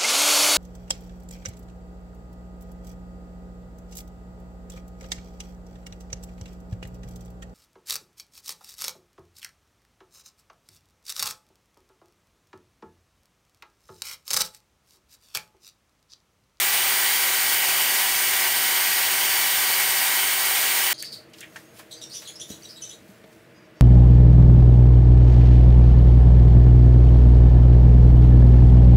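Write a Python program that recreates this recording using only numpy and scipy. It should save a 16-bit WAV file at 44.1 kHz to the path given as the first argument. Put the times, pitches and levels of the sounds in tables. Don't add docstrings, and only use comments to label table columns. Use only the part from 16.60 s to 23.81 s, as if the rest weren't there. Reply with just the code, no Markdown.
import sys
import numpy as np
from scipy import signal
from scipy.fft import rfft, irfft
from scipy.io import wavfile
from scipy.ndimage import uniform_filter1d

SR = 44100
rng = np.random.default_rng(int(sys.argv[2]) if len(sys.argv) > 2 else 0)


def gain_from_decibels(decibels):
    exponent = np.asarray(decibels, float) / 20
    return 10 ** exponent


def master_out(mix):
    frames = np.transpose(np.atleast_2d(mix))
    ceiling = np.clip(frames, -1, 1)
    pcm = np.round(ceiling * 32767).astype(np.int16)
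    wavfile.write(sys.argv[1], SR, pcm)


N = 317958
CUT_S = 4.3303


def evened(x):
    return x / np.sqrt(np.mean(x ** 2) + 1e-20)


def read(points, hz):
    f, value = np.transpose(points)
    return np.interp(np.log(hz + 1), np.log(f + 1), value)


def add(mix, s, sound):
    part = mix[round(s * SR):][:len(sound)]
    part += sound[:len(part)]


def drift(count, size):
    return evened(uniform_filter1d(uniform_filter1d(rng.standard_normal(count), size), size))


def wash(spectrum, modes, patchy_db):
    frames, hz = N // 512 + 5, np.fft.rfftfreq(2048, 1 / SR)
    real, imag, patches = rng.standard_normal((frames, 1025, 3)).T
    patches = uniform_filter1d(patches, size=20, axis=0)
    patches = evened(uniform_filter1d(patches, size=8, axis=1))
    shape_db = read(spectrum, hz)
    for centre_hz, width_hz, db in modes:
        shape_db = shape_db + db / (1 + ((hz - centre_hz) / (width_hz / 2)) ** 2)
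    z = (real + 1j * imag) * gain_from_decibels(shape_db[:, None] + patchy_db * patches)
    return evened(signal.istft(z, nperseg=2048, noverlap=1536)[1][:N])


# (time [s], level [dB])
DRILL = [
    (0.0, -20.5),
    (0.36, -21),
    (4.32, -21),
]
# (time [s], frequency [Hz])
WHINE = [(0.0, 15165), (0.2, 15174), (0.36, 15080), (0.65, 15004), (0.9, 15004), (1.12, 14973),
         (1.5, 15010), (1.72, 15028), (2.22, 14984), (2.7, 15013), (3.08, 14974), (3.5, 14979),
         (3.7, 15002), (3.92, 14995), (4.33, 15023)]
# (time [s], rate [turns/s], speed sag [share])
PADDLE = [
    (0, 9.3, .0009),
    (1.3, 9.3, .0008),
    (1.8, 9.3, .0003),
    (4.32, 9.3, .0002),
]
# (multiple [-], level re roar [dB])
TEETH = [(1, -30), (2, -24), (3, -28), (4, -23), (5, -15.5), (5.6, -25), (6, -18), (9, -29), (12, -22),
         (14, -28), (21, -31), (22, -24), (23, -23), (24, -19.5), (25, -28), (30, -31), (38, -28),
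         (39, -10.5)]
# (frequency [Hz], density [dB/Hz])
ROAR = [(18, -61), (30, -24), (71, -17), (225, -17), (381, -12.5), (457, -14.5), (772, -5.5), (1240, -7.5),
        (1980, -3), (4020, -5), (7540, -8), (9060, -5), (10300, -3.5), (14500, -6), (15700, -21.5)]
# (centre [Hz], width [Hz], gain [dB])
HOUSING = [(85, 43, 1.5), (140, 25, -11.5), (950, 116, 5), (2136, 180, 5.5), (2997, 500, 5.5),
           (1600, 340, 4.5), (2250, 84, 1.5), (4600, 250, 4), (7710, 300, -6.5), (8320, 3600, 5),
           (10370, 1000, -8.5), (12900, 440, -2), (13700, 1600, 4)]


def drill():
    t = np.arange(N) / SR
    s, paddle_hz, sag = np.transpose(PADDLE)
    bite = np.cumsum(np.interp(t, s, paddle_hz)) / SR % 1
    speed_hz = np.interp(t, *np.transpose(WHINE)) / 39 * (1 + np.interp(t, s, sag) * (2 * bite - 1))
    turns = np.cumsum(speed_hz * (1 + .0003 * drift(count=N, size=1500))) / SR
    roar = wash(ROAR[:-1], HOUSING, patchy_db=.6) * (1 + .035 * np.cos(2 * np.pi * turns))
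    roar *= gain_from_decibels(0.45 * drift(count=N, size=800))
    orders = np.zeros(N)
    for k, db in TEETH:
        waver = gain_from_decibels(db + 0.84 * drift(count=N, size=2000))
        orders += waver * np.cos(2 * np.pi * (k * turns + rng.random()))
    return gain_from_decibels(np.interp(t, *np.transpose(DRILL))) * (roar + np.sqrt(2) * orders)


# (frequency [Hz], density [dB/Hz])
HUM = [(18, -68), (30, -29.5), (152, 2), (244, -8.5), (271, -27), (325, -7), (469, -14), (521, -11),
       (626, -6.5), (695, -12), (1450, -16.5), (4960, -30.5), (15700, -46)]
# (centre [Hz], width [Hz], gain [dB])
HUM_MODES = [(161, 43, -6.5), (239.4, 14, 6), (326, 33, 11.5), (464, 39, 16), (632.4, 21, 11),
             (1030, 1200, -5.5), (1530, 30, 0), (2080, 2400, 7)]


def hum():
    return gain_from_decibels(-52) * wash(HUM, HUM_MODES, patchy_db=0.5)


# (frequency [Hz], density [dB/Hz])
RUSTLE_COLOUR = [(800, -11), (2000, 1), (4000, 4), (8000, 2.5), (12000, 1.5), (15500, 1)]
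# (peak time [s], level [dB], length [s])
SWISHES = [(4.436, -52, .05), (4.537, -50, 0.063), (4.794, -52, .09), (4.967, -53.5, 0.15),
           (5.194, -45, 0.024), (5.172, -51.5, .08), (5.32, -55, .06), (5.43, -54, .06),
           (5.573, -48.5, .14), (5.7, -56, .06), (5.82, -54, .05), (5.902, -44.5, 0.053),
           (6.05, -54.5, 0.41), (6.28, -56, 0.055), (6.498, -60, .15), (6.733, -62, 0.18)]


def rustle():
    still_db, fall_db, rise_share = -72, -10, 0.47
    t = np.arange(0, N + 64, 64) / SR
    power = gain_from_decibels(2 * still_db)
    for s, db, length in SWISHES:
        lengths_off = np.maximum((t - s) / length, (s - t) / (rise_share * length))
        power = power + gain_from_decibels(2 * (db + fall_db * lengths_off))
    level = np.interp(np.arange(N) / SR, t, np.sqrt(power))
    return level * wash(RUSTLE_COLOUR, [], patchy_db=-1.0) * gain_from_decibels(1.3 * drift(count=N, size=60))


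# (frequency [Hz], gain [dB])
WIRE = [(2900, -15.5), (3500, -4.5), (4300, -2), (5800, 7), (8000, -3), (9700, -9), (10500, 2.5),
        (11600, -13)]


def squeak(s, length, first_hz, settled_hz, level_db):
    settle_s, fade_db = .005, -2
    t = np.arange(0, min(length, .09), 1 / SR)
    fast, slow, hold, uneven = (drift(count=4096, size=n)[:len(t)] for n in (16, 50, 50, 34))
    grit = rng.standard_normal(4096)[:len(t)]
    slip_hz = settled_hz + (first_hz - settled_hz) * np.exp(-t / settle_s)
    turns = np.cumsum(slip_hz * (1 + .032 * fast + .014 * slow)) / SR
    grip = gain_from_decibels(level_db + fade_db * t / length + 3.8 * hold)
    chatter = .75 + .65 * uneven
    tone = chatter * gain_from_decibels(read(WIRE, slip_hz)) * np.cos(2 * np.pi * turns)
    for k, db in ((2, -8.5), (3, -8)):
        tone += gain_from_decibels(db + read(WIRE, k * slip_hz)) * np.cos(2 * np.pi * k * turns)
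    rasp = signal.lfilter(*signal.butter(2, [2600, 9000], "band", fs=SR), grit)
    scrape = gain_from_decibels(-8) * tone.std() * rasp
    return s, 1.4 * grip * (tone + scrape) * signal.windows.tukey(len(t), .5)


# (time [s], length [s], first slip [Hz], settled slip [Hz], level [dB])
SQUEAKS = [(4.334, 0.033, 3540, 3200, -48), (4.338, 0.015, 4300, 4600, -44),
           (4.377, 0.021, 4700, 4600, -46), (4.383, 0.033, 4600, 4500, -38.5),
           (4.439, 0.035, 4400, 4600, -39), (4.514, 0.036, 4780, 4500, -39.5),
           (4.564, .02, 4500, 4530, -54), (5.303, 0.064, 6400, 5900, -66),
           (5.308, 0.028, 4100, 3900, -41.5), (5.32, 0.037, 3650, 3070, -47),
           (5.346, 0.069, 4400, 4660, -54), (5.414, 0.037, 3340, 2804, -40),
           (5.408, 0.039, 4000, 3630, -43.5), (5.494, .024, 4290, 4360, -42),
           (5.512, 0.028, 4600, 4900, -45), (5.529, 0.048, 3600, 2890, -39), (5.537, .065, 3540, 3480, -46),
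           (5.563, 0.045, 4340, 4970, -52), (5.644, 0.052, 4370, 4150, -46.5),
           (5.665, 0.039, 3060, 3407, -41),
           (5.754, 0.013, 5740, 5100, -47.5), (5.795, 0.018, 3460, 2820, -38.5),
                  (5.806, .03, 3500, 3450, -40.5), (5.887, .018, 3400, 3320, -46),
                  (5.894, 0.11, 3520, 3360, -53), (5.898, 0.019, 3090, 2950, -40.5),
                  (5.902, 0.032, 4080, 3900, -46), (6.02, 0.017, 5500, 4050, -50),
                  (6.027, .025, 3300, 2950, -47.5), (6.047, 0.02, 3380, 4100, -47),
                  (6.084, 0.031, 3950, 4980, -47), (6.154, .04, 4340, 3860, -50),
                  (6.21, .012, 3650, 3440, -46), (6.215, 0.03, 3280, 3000, -37),
                  (6.238, .024, 3630, 3870, -44), (6.289, 0.013, 2930, 3080, -42),
                  (6.295, 0.027, 3360, 3500, -45.5), (6.307, 0.04, 3710, 3860, -50)]


def wire_handle():
    handle = np.zeros(N)
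    for row in SQUEAKS:
        add(handle, *squeak(*row))
    return signal.sosfilt(signal.butter(6, 2650, "high", fs=SR, output="sos"), handle)


def knock(s, level_db, hz, t60, octaves, rise_share):
    t, f, rise = np.arange(16384) / SR, np.fft.rfftfreq(16384, 1 / SR), rise_share * t60
    bell = np.exp(-(np.log2((f + 1) / hz) / octaves) ** 2)
    band = irfft(rfft(rng.standard_normal(16384)) * bell)
    shape = np.minimum(t / rise, 1) ** 2 * gain_from_decibels(-60 * np.maximum(t - rise, 0) / t60)
    return s, gain_from_decibels(level_db) * np.sqrt(np.mean(shape ** 2)) * evened(band * shape)


# (time [s], level [dB], centre [Hz], t60 [s])
SNAPS = [
    (4.4251, -19, 9000, 0.0067),
    (5.615, -43, 2500, 0.2),
]
# (time [s], level [dB], centre [Hz], t60 [s])
TICKS = [
    (4.696, -64, 9050, 0.074),
    (4.733, -48, 4970, 0.068),
    (4.783, -46, 3900, 0.076),
    (4.806, -36, 6000, 0.031),
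    (4.959, -43, 4400, 0.072),
    (5.315, -52, 9000, .06),
    (6.638, -52, 2500, .05),
    (6.726, -58, 6000, .05),
]
# (time [s], level [dB], centre [Hz], t60 [s])
TOCKS = [
    (4.426, -39, 2200, .11),
    (5.901, -39, 410, .1),
    (4.81, -41, 2500, .08),
    (4.826, -38.5, 2150, .13),
    (4.958, -33.5, 1770, .06),
    (4.958, -44, 796, .062),
    (5.7, -45, 2530, .03),
    (4.735, -46, 2900, .09),
    (6.489, -44, 180, .08),
]
# (time [s], level [dB], centre [Hz], t60 [s])
THUDS = [
    (5.191, -43, 1370, 0.09),
    (5.899, -36, 140, 0.085),
    (6.4, -51, 178, 0.19),
    (6.638, -44, 300, .06),
]


def boots_and_knocks():
    boots = np.zeros(N)
    kinds = [(SNAPS, 2.1, 0.032), (TICKS, 1.1, .025), (TOCKS, 0.63, 0.026), (THUDS, 1.35, 0.074)]
    for rows, octaves, rise_share in kinds:
        for row in rows:
            add(boots, *knock(*row, octaves, rise_share))
    return boots


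# (frequency [Hz], gain [dB])
PAIL = [(4600, -7), (4880, -1), (5200, -8), (5500, -1), (5720, -10), (6200, -9), (6550, -6), (7300, -18)]


def creak(s, length, first_hz, last_hz, level_db, multiples):
    slip_hz = np.linspace(first_hz, last_hz, round(min(length, .18) * SR))
    count = len(slip_hz)
    turns = np.cumsum(slip_hz * (1 + 0.003 * drift(count=8192, size=100)[:count])) / SR
    tone = sum(gain_from_decibels(read(PAIL, k * slip_hz)) * np.cos(2 * np.pi * k * turns) for k in multiples)
    grip = gain_from_decibels(level_db + 2.0 * drift(count=8192, size=300)[:count])
    return s, grip * tone * signal.windows.tukey(count, .35)


# (time [s], length [s], first [Hz], last [Hz], level [dB])
WHISTLE = [
    (4.86, .07, 6550, 6550, -63),
    (5.04, .11, 6520, 6550, -58),
]
# (time [s], length [s], first slip [Hz], last slip [Hz], level [dB])
CREAKS = [
    (6.942, .06, 815, 813, -63),
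    (6.995, .045, 812, 808, -67),
    (7.028, .05, 806, 765, -66),
    (7.15, .022, 760, 778, -66),
    (7.163, .042, 782, 787, -62),
]
CREAK_MULTIPLES = (6, 7, 8, 9)


def loaded_pail():
    pail = np.zeros(N)
    for row in WHISTLE:
        add(pail, *creak(*row, [1]))
    for row in CREAKS:
        add(pail, *creak(*row, CREAK_MULTIPLES))
    return pail


# (frequency [Hz], t60 [s])
ROOM_T60 = [(200, 0.43), (2000, 0.18), (6000, 0.25), (14000, 0.13)]


def room(x):
    taps = np.zeros(SR // 2)
    at = np.arange(60, SR // 2 - 10, 10)
    taps[at + rng.integers(0, 10, len(at))] = rng.choice([-1., 1.], len(at))
    hz, t, z = signal.stft(taps, SR, nperseg=128)
    decay = gain_from_decibels(-60 * t / read(ROOM_T60, hz)[:, None])
    tail = signal.istft(z * decay, SR, nperseg=128)[1]
    return signal.fftconvolve(x, tail / np.linalg.norm(tail))[:N]


def indoors():
    handle = wire_handle()
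    struck = boots_and_knocks() + loaded_pail()
    reflected = gain_from_decibels(0.5) * room(handle) + gain_from_decibels(-9) * room(struck)
    return gain_from_decibels(-1) * handle + struck + reflected + rustle() + hum()


def scene():
    after = np.arange(N) / SR - CUT_S
    mono = drill() * np.clip(-after / .0004, 0, 1) + indoors() * np.clip(after / .008, 0, 1)
    return np.array([mono, mono])


def side_patches(mono):
    count, low_hz, top_hz, wide_hz = 36, 4100, 13500, 1400
    side, hz = np.zeros(N), np.fft.rfftfreq(2048, 1 / SR)
    for when, where in rng.random((count, 2)):
        start = 476 + 1024 * int(when * (N // 1024 - 3))
        from_hz = low_hz + where ** 1.53 * (top_hz - low_hz)
        band = (hz > from_hz) & (hz < from_hz + wide_hz)
        level = irfft(rfft(mono[start:start + 2048]) * band).std()
        noise = evened(irfft(rfft(rng.standard_normal(2048)) * band))
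        add(side, start / SR, gain_from_decibels(-8.0) * level * noise * signal.windows.tukey(2048, .7))
    return side


def band_limit(x):
    return signal.sosfilt(signal.butter(12, 16580, fs=SR, output="sos"), x)


def record(dry):
    thin = signal.sosfilt(signal.butter(3, 50, "high", fs=SR, output="sos"), dry)
    edge = signal.firwin(2047, 15750, window=("kaiser", 9), fs=SR)
    limited = signal.oaconvolve(thin, edge[None], "same")
    mix = limited + side_patches(limited[0]) * np.array([[1], [-1]])
    return band_limit(mix)


dry = scene()
out = record(dry)
master_out(out)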